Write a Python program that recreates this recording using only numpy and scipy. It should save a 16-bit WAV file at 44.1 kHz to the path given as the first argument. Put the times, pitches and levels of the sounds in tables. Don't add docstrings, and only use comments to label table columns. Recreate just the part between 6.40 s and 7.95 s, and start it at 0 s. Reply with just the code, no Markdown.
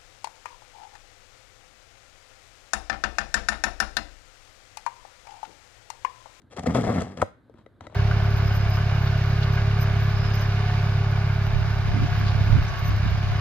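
import sys
import numpy as np
from scipy import signal
from scipy.fft import rfft, irfft
from scipy.io import wavfile
from scipy.ndimage import uniform_filter1d

SR = 44100
rng = np.random.default_rng(int(sys.argv[2]) if len(sys.argv) > 2 else 0)


def bounce(signal):
    frames = np.transpose(np.atleast_2d(signal))
    limited = np.clip(frames, -1, 1)
    pcm = np.round(limited * 32767).astype(np.int16)
    wavfile.write(sys.argv[1], SR, pcm)


N = 68355
T = np.arange(N) / SR

# (frequency [Hz], gain [dB])
HUSH_EQ = [(25, -16), (60, -12), (115, -8), (155, -22), (220, -15), (300, -17), (410, -22.5), (800, -33.5),
           (1350, -34), (1540, -31), (1800, -39), (2600, -51), (3900, -45), (5500, -63.5), (11600, -61),
           (14300, -70)]
EARLY_EQ = [(100, -12.5), (600, -22), (1500, -11.5), (3000, 1.5), (6000, -7.5), (12000, -10)]
TAIL_EQ = [(60, -23), (250, -14.5), (600, -15), (1200, -18), (2500, -14.5), (6000, -10.5), (12000, -7)]
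# (frequency [Hz], t60 [s])
TAIL_DECAY = [(100, .4), (300, 0.25), (700, 0.25), (2000, 0.4), (6000, 0.24), (12000, 0.24)]
# (frequency [Hz], left over right [dB])
PAN = [(60, -1), (200, -1), (370, 1.5), (520, 8), (700, 17), (1230, 6), (2260, 0), (4140, 15), (7580, -2),
       (13900, -0.5)]
# (start [s], length [s], level [dB])
STROKES = [(1.145, 0.091, -59.5), (1.401, 0.076, -50.5), (1.483, 0.13, -53)]
# (frequency [Hz], gain [dB])
RUB_EQ = [(30, -18), (70, -4), (115, 5.5), (200, 0.5), (500, -3.5), (1000, -6.5), (2000, -16.5),
          (4000, -22), (8000, -32), (14000, -67)]
# (frequency [Hz], relative level [dB], t60 [s])
BOX_MODES = [(92, -20, .11), (228, 1, 0.093), (327, -4.5, 0.043), (454, -13, .045), (535, -7, 0.057),
             (596, 6.5, 0.027), (742, 1, 0.023), (970, 4.5, 0.019), (1136, -4, 0.013), (1296, 6.5, 0.021),
             (1520, -39, 0.018), (1970, 2, 0.033), (2060, -5.5, 0.029), (3020, 1, .015), (3820, 1, 0.022)]
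# (time [s], gain [dB], centre [Hz], spread [octaves], crack mix [dB], thump mix [dB])
FINGER_TAPS = [(.018, -52.5, 2500, 1.2, 1, -10), (1.097, -38, 469, 0.14, -21, -18),
               (1.1405, -39.5, 790, 1.2, -20, -14), (1.145, -40, 303, 0.36, -35, -15),
               (1.1855, -38.5, 900, 0.53, -13, -15), (1.190, -42, 300, 0.65, -44, -17),
               (1.2622, -35, 1740, 0.98, -19, -32), (1.2645, -36.5, 480, 0.15, -40, -33.5),
               (1.4075, -28.5, 1700, 1.46, -17.5, -17), (1.4088, -28, 787, 0.3, -14, -23),
               (1.417, -42, 139, 0.78, -28, -1.5), (1.4265, -67, 1200, 1.3, -7, -8),
               (1.4680, -23, 1400, 1.3, -13.5, -33.5), (1.4715, -28.5, 405, 0.49, -30, -13),
               (1.499, -33.5, 610, 0.96, -19, -10), (1.526, -33, 524, 0.59, -24, -30),
               (1.546, -27.5, 2260, 0.74, -8.5, -23)]
BRIDGE_SNAPS = [(.115, -55, 900, 1, -19, -18), (.1665, -30, 890, 1.1, -6, -9),
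                (.1712, -35, 455, 0.65, -9, -11), (.1932, -27.5, 500, 0.63, 0.5, -15),
                (.2345, -28.5, 800, 0.81, -4.5, -19), (.2608, -34, 800, 1.2, -23, -14),
                (.2672, -18.5, 450, 1.2, -7.5, -10.5), (.2728, -16.5, 202, 0.66, -42, -23),
                (.3488, -10, 600, 1, -18, -19), (.3645, -25, 800, 1, -15, -23),
                (.4412, -25, 1200, 1, -8, -16), (.4718, -13, 400, 0.71, -19, -9),
                (.6075, -23, 900, 0.82, -5, -33), (.6198, -18.5, 600, 1.15, -6.5, -10),
                (.8150, -19, 1700, 0.43, -9, -7), (.8182, -6, 1323, 0.44, -12, -49.5),
                (.8222, -10, 850, 0.4, -16.5, -20), (.8260, -0.5, 560, 0.8, -64, -25.5)]
# (time [s], crackle [dB], rasp [dB], boom [dB])
RIP_FADERS = [(.1,-75,-61,-69), (.116,-55.5,-55,-58), (0.133,-57,-49,-55), (0.157,-68,-60,-56),
              (0.169,-47.5,-36.5,-68), (0.184,-53,-32.5,-32), (.196,-49.5,-32.5,-31.5),
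              (.212,-73,-47.5,-45), (0.223,-62,-59.5,-46), (.238,-48,-35,-27.5), (.252,-69,-52,-57),
              (.261,-45,-29,-33), (.27,-40.5,-26,-19.5), (.286,-54,-38,-23), (0.299,-48.5,-28,-24),
              (.336,-55,-44.5,-32.5), (0.348,-36.5,-26,-24.5), (0.383,-47,-28,-21.5),
              (.428,-49.5,-37,-27.5), (.446,-46.5,-27.5,-26.5), (0.461,-46,-39.5,-32),
              (0.47,-45.5,-29.5,-23.5), (.516,-50.5,-29,-23.5), (0.535,-49,-35.5,-29.5),
              (.58,-46.5,-28.5,-21.5), (.604,-45.5,-35,-30), (.622,-49,-29,-31), (.636,-55,-41,-36.5),
              (.685,-58.5,-46.5,-39.5), (.73,-64,-47.5,-43), (.764,-71,-57,-45), (.775,-47.5,-37.5,-40),
              (.79,-61.5,-42.5,-37), (.81,-47,-39,-38.5)]
# (time [s], rate [slips/s])
PULL_SPEED = [(.16, 95), (.28, 87.3), (.33, 75), (.36, 130), (.42, 109.2), (.51, 114), (.58, 85.2),
              (.66, 100), (.8, 85)]
# (frequency [Hz], gain [dB])
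BOOM_EQ = [(25, -51.5), (55, -2.5), (85, -1.5), (118, -1), (148, 1), (185, 0.5), (245, 0.5), (310, -8.5),
           (370, -16.5), (600, -34.5), (1500, -59.5)]
RASP_EQ = [(150, -19.5), (350, -4.5), (430, 2), (505, 2.5), (590, -2.5), (715, 1.5), (830, -5.5),
           (980, -12), (1270, -6), (1480, -15.5), (1720, -11.5), (2120, -14.5), (2540, -40), (5000, -54)]
CRACKLE_EQ = [(500, -31), (1800, 6.5), (2550, -2), (3300, 1), (3700, -0.5), (5200, 0), (6200, 0.5),
              (8000, -7), (10200, -14.5), (12500, -27), (14500, -57)]

HUSH_DB, EARLY_DECAY_S, RIGHT_LATE_S = -57.5, 0.0017, 0.0001
CONTACT_S, CRACK_RISE_S, CRACK_DECAY_S, THUMP_HZ, THUMP_DECAY_S = 0.00034, 0.00023, 0.0017, 96.7, 0.015
SLIP_JITTER_PERIODS, SLIP_SPREAD_DB, SLIP_DECAY_S = 0.097, 1.6, 0.0065
FIBRES_PER_S, FIBRE_SPREAD_DB, CLUMP_DB, CLUMP_S = 9000, 3.5, 2.5, 0.003
BOOM_TRIM_DB, CRACKLE_TRIM_DB, SIDE_RASP_TRIM_DB, SIDE_CRACKLE_TRIM_DB = -1.5, 0.5, -21, -10


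def amp(db):
    return 10 ** (np.asarray(db) / 20)


def unit_rms(x):
    return x / np.sqrt(np.mean(x ** 2) + 1e-20)


def curve_at(points, hz):
    f, value = np.transpose(points)
    return np.interp(np.log(hz + 1), np.log(f + 1), value)


def add(mix, start_s, sound):
    part = mix[round(start_s * SR):][:len(sound)]
    part += sound[:len(part)]


def eq(x, points, size=8192):
    log_gain = np.log(amp(curve_at(points, abs(np.fft.fftfreq(size, 1 / SR)))))
    spectrum = np.exp(np.conj(signal.hilbert(log_gain)))
    impulse = np.fft.ifft(spectrum).real[:size // 2]
    return signal.fftconvolve(x, impulse)[:len(x)]


def room_hush(width=0.28):
    mid, side = (unit_rms(eq(noise, HUSH_EQ)) for noise in rng.standard_normal((2, N)))
    return amp(HUSH_DB) * np.array([mid + width * side, mid - width * side])


def room_echo(x, predelay_s=0.0025, echoes_per_s=4000):
    t = T[:SR // 2]
    near, far = rng.choice([-1., 1.], (2, len(t))) * (rng.random((2, len(t))) < echoes_per_s / SR)
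    early = near * np.exp(-t / EARLY_DECAY_S)
    hz, times, bands = signal.stft(far * (t > predelay_s), SR, nperseg=256)
    decay = amp(-60 * times / curve_at(TAIL_DECAY, hz)[:, None])
    tail = signal.istft(bands * decay, SR, nperseg=256)[1][:len(t)]
    impulse = eq(early / np.linalg.norm(early), EARLY_EQ) + eq(tail / np.linalg.norm(tail), TAIL_EQ)
    return signal.fftconvolve(x, impulse)[:N]


def finger_rubs(grains_per_s=2500):
    envelope = np.zeros(N)
    for start_s, length_s, db in STROKES:
        add(envelope, start_s, amp(db) * np.sqrt(np.hanning(round(length_s * SR)).clip(0)))
    grains = rng.standard_normal(N) * (rng.random(N) < grains_per_s / SR)
    return envelope * unit_rms(eq(grains, RUB_EQ))


def box_hit(db, centre_hz, octaves, crack_db, thump_db):
    t = T[:SR // 5]
    hz, mode_db, t60 = np.transpose(BOX_MODES)[:, :, None]
    weight = amp(mode_db) / (1 + (np.log2(hz / centre_hz) / octaves) ** 4)
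    modes = weight * amp(-60 * t / t60) * np.sin(2 * np.pi * hz * t)
    ring = modes.sum(0) / weight.sum()
    bright_noise = unit_rms(eq(rng.standard_normal(len(t)), CRACKLE_EQ))
    crack = bright_noise * np.exp(-t / CRACK_DECAY_S) * (1 - np.exp(-t / CRACK_RISE_S)) / 2
    thump = np.sin(2 * np.pi * THUMP_HZ * t) * np.exp(-t / THUMP_DECAY_S)
    attack = 1 - np.exp(-t / CONTACT_S)
    return amp(db) * ((ring + amp(thump_db) * thump) * attack + amp(crack_db) * crack)


def box_hits(cues):
    track = np.zeros(N)
    for start_s, *hit in cues:
        add(track, start_s, box_hit(*hit))
    return track


def stick_slip(tearing, max_slips=120):
    rate = np.interp(T, *np.transpose(PULL_SPEED))
    slip_count = np.floor(np.cumsum(rate * tearing) / SR)
    due = np.flatnonzero(np.diff(slip_count))
    slips = np.zeros(N)
    for i, (late, size) in zip(due, rng.standard_normal((max_slips, 2))):
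        add(slips, T[i] + SLIP_JITTER_PERIODS * late / rate[i], amp([SLIP_SPREAD_DB * size]))
    return slips


def tab_rip():
    times, crackle_db, rasp_db, boom_db = np.transpose(RIP_FADERS)
    tearing = (T >= times[0]) & (T < times[-1])
    slips = stick_slip(tearing)
    bursts = 1 + signal.lfilter([1], [1, -np.exp(-1 / (SLIP_DECAY_S * SR))], slips)
    flicker = unit_rms(uniform_filter1d(rng.standard_normal(N), round(CLUMP_S * SR)))
    clumps = amp(CLUMP_DB * flicker)

    def fibres():
        sizes = amp(FIBRE_SPREAD_DB * np.minimum(rng.exponential(1, N), 4)) * rng.choice([-1, 1], N)
        breaks = rng.random(N) < FIBRES_PER_S / SR
        return unit_rms(sizes * breaks * bursts * tearing)

    def layer(drive, tone, fader_db):
        ridden = drive * amp(np.interp(T, times, fader_db))
        return eq(ridden, tone) / eq(drive, tone)[tearing].std()

    push = -unit_rms(slips)
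    boom = layer(push + 0.32 * fibres(), BOOM_EQ, boom_db + BOOM_TRIM_DB)
    rasp = layer(fibres() + 0.27 * push, RASP_EQ, rasp_db)
    crackle = layer(clumps * fibres(), CRACKLE_EQ, crackle_db + CRACKLE_TRIM_DB)
    side_rasp = layer(fibres(), RASP_EQ, rasp_db + SIDE_RASP_TRIM_DB)
    side_crackle = layer(clumps * fibres(), CRACKLE_EQ, crackle_db + SIDE_CRACKLE_TRIM_DB)
    return boom + rasp + crackle, side_rasp + side_crackle


def scene():
    rip, side = tab_rip()
    stems = [rip, box_hits(BRIDGE_SNAPS), box_hits(FINGER_TAPS) + finger_rubs()]
    hz = np.fft.rfftfreq(2 * N, 1 / SR)
    left_gain = amp(curve_at(PAN, hz))
    right_delay = np.exp(-2j * np.pi * hz * RIGHT_LATE_S)
    ears = np.array([left_gain, right_delay]) * 2 / (1 + left_gain)
    direct = irfft(rfft(sum(stems), 2 * N) * ears)[:, :N]
    echoes = sum(np.array([room_echo(stem), room_echo(stem)]) for stem in stems)
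    return direct + np.array([side, -side]) + echoes + room_hush()


def record(dry, low_cut_hz=59.5, high_cut_hz=14480):
    low_cut = signal.butter(2, low_cut_hz, "high", fs=SR, output="sos")
    high_cut = signal.firwin(255, high_cut_hz, window=("kaiser", 9), fs=SR)
    return signal.oaconvolve(signal.sosfilt(low_cut, dry), high_cut[None], "same")


dry = scene()
out = record(dry)
bounce(out)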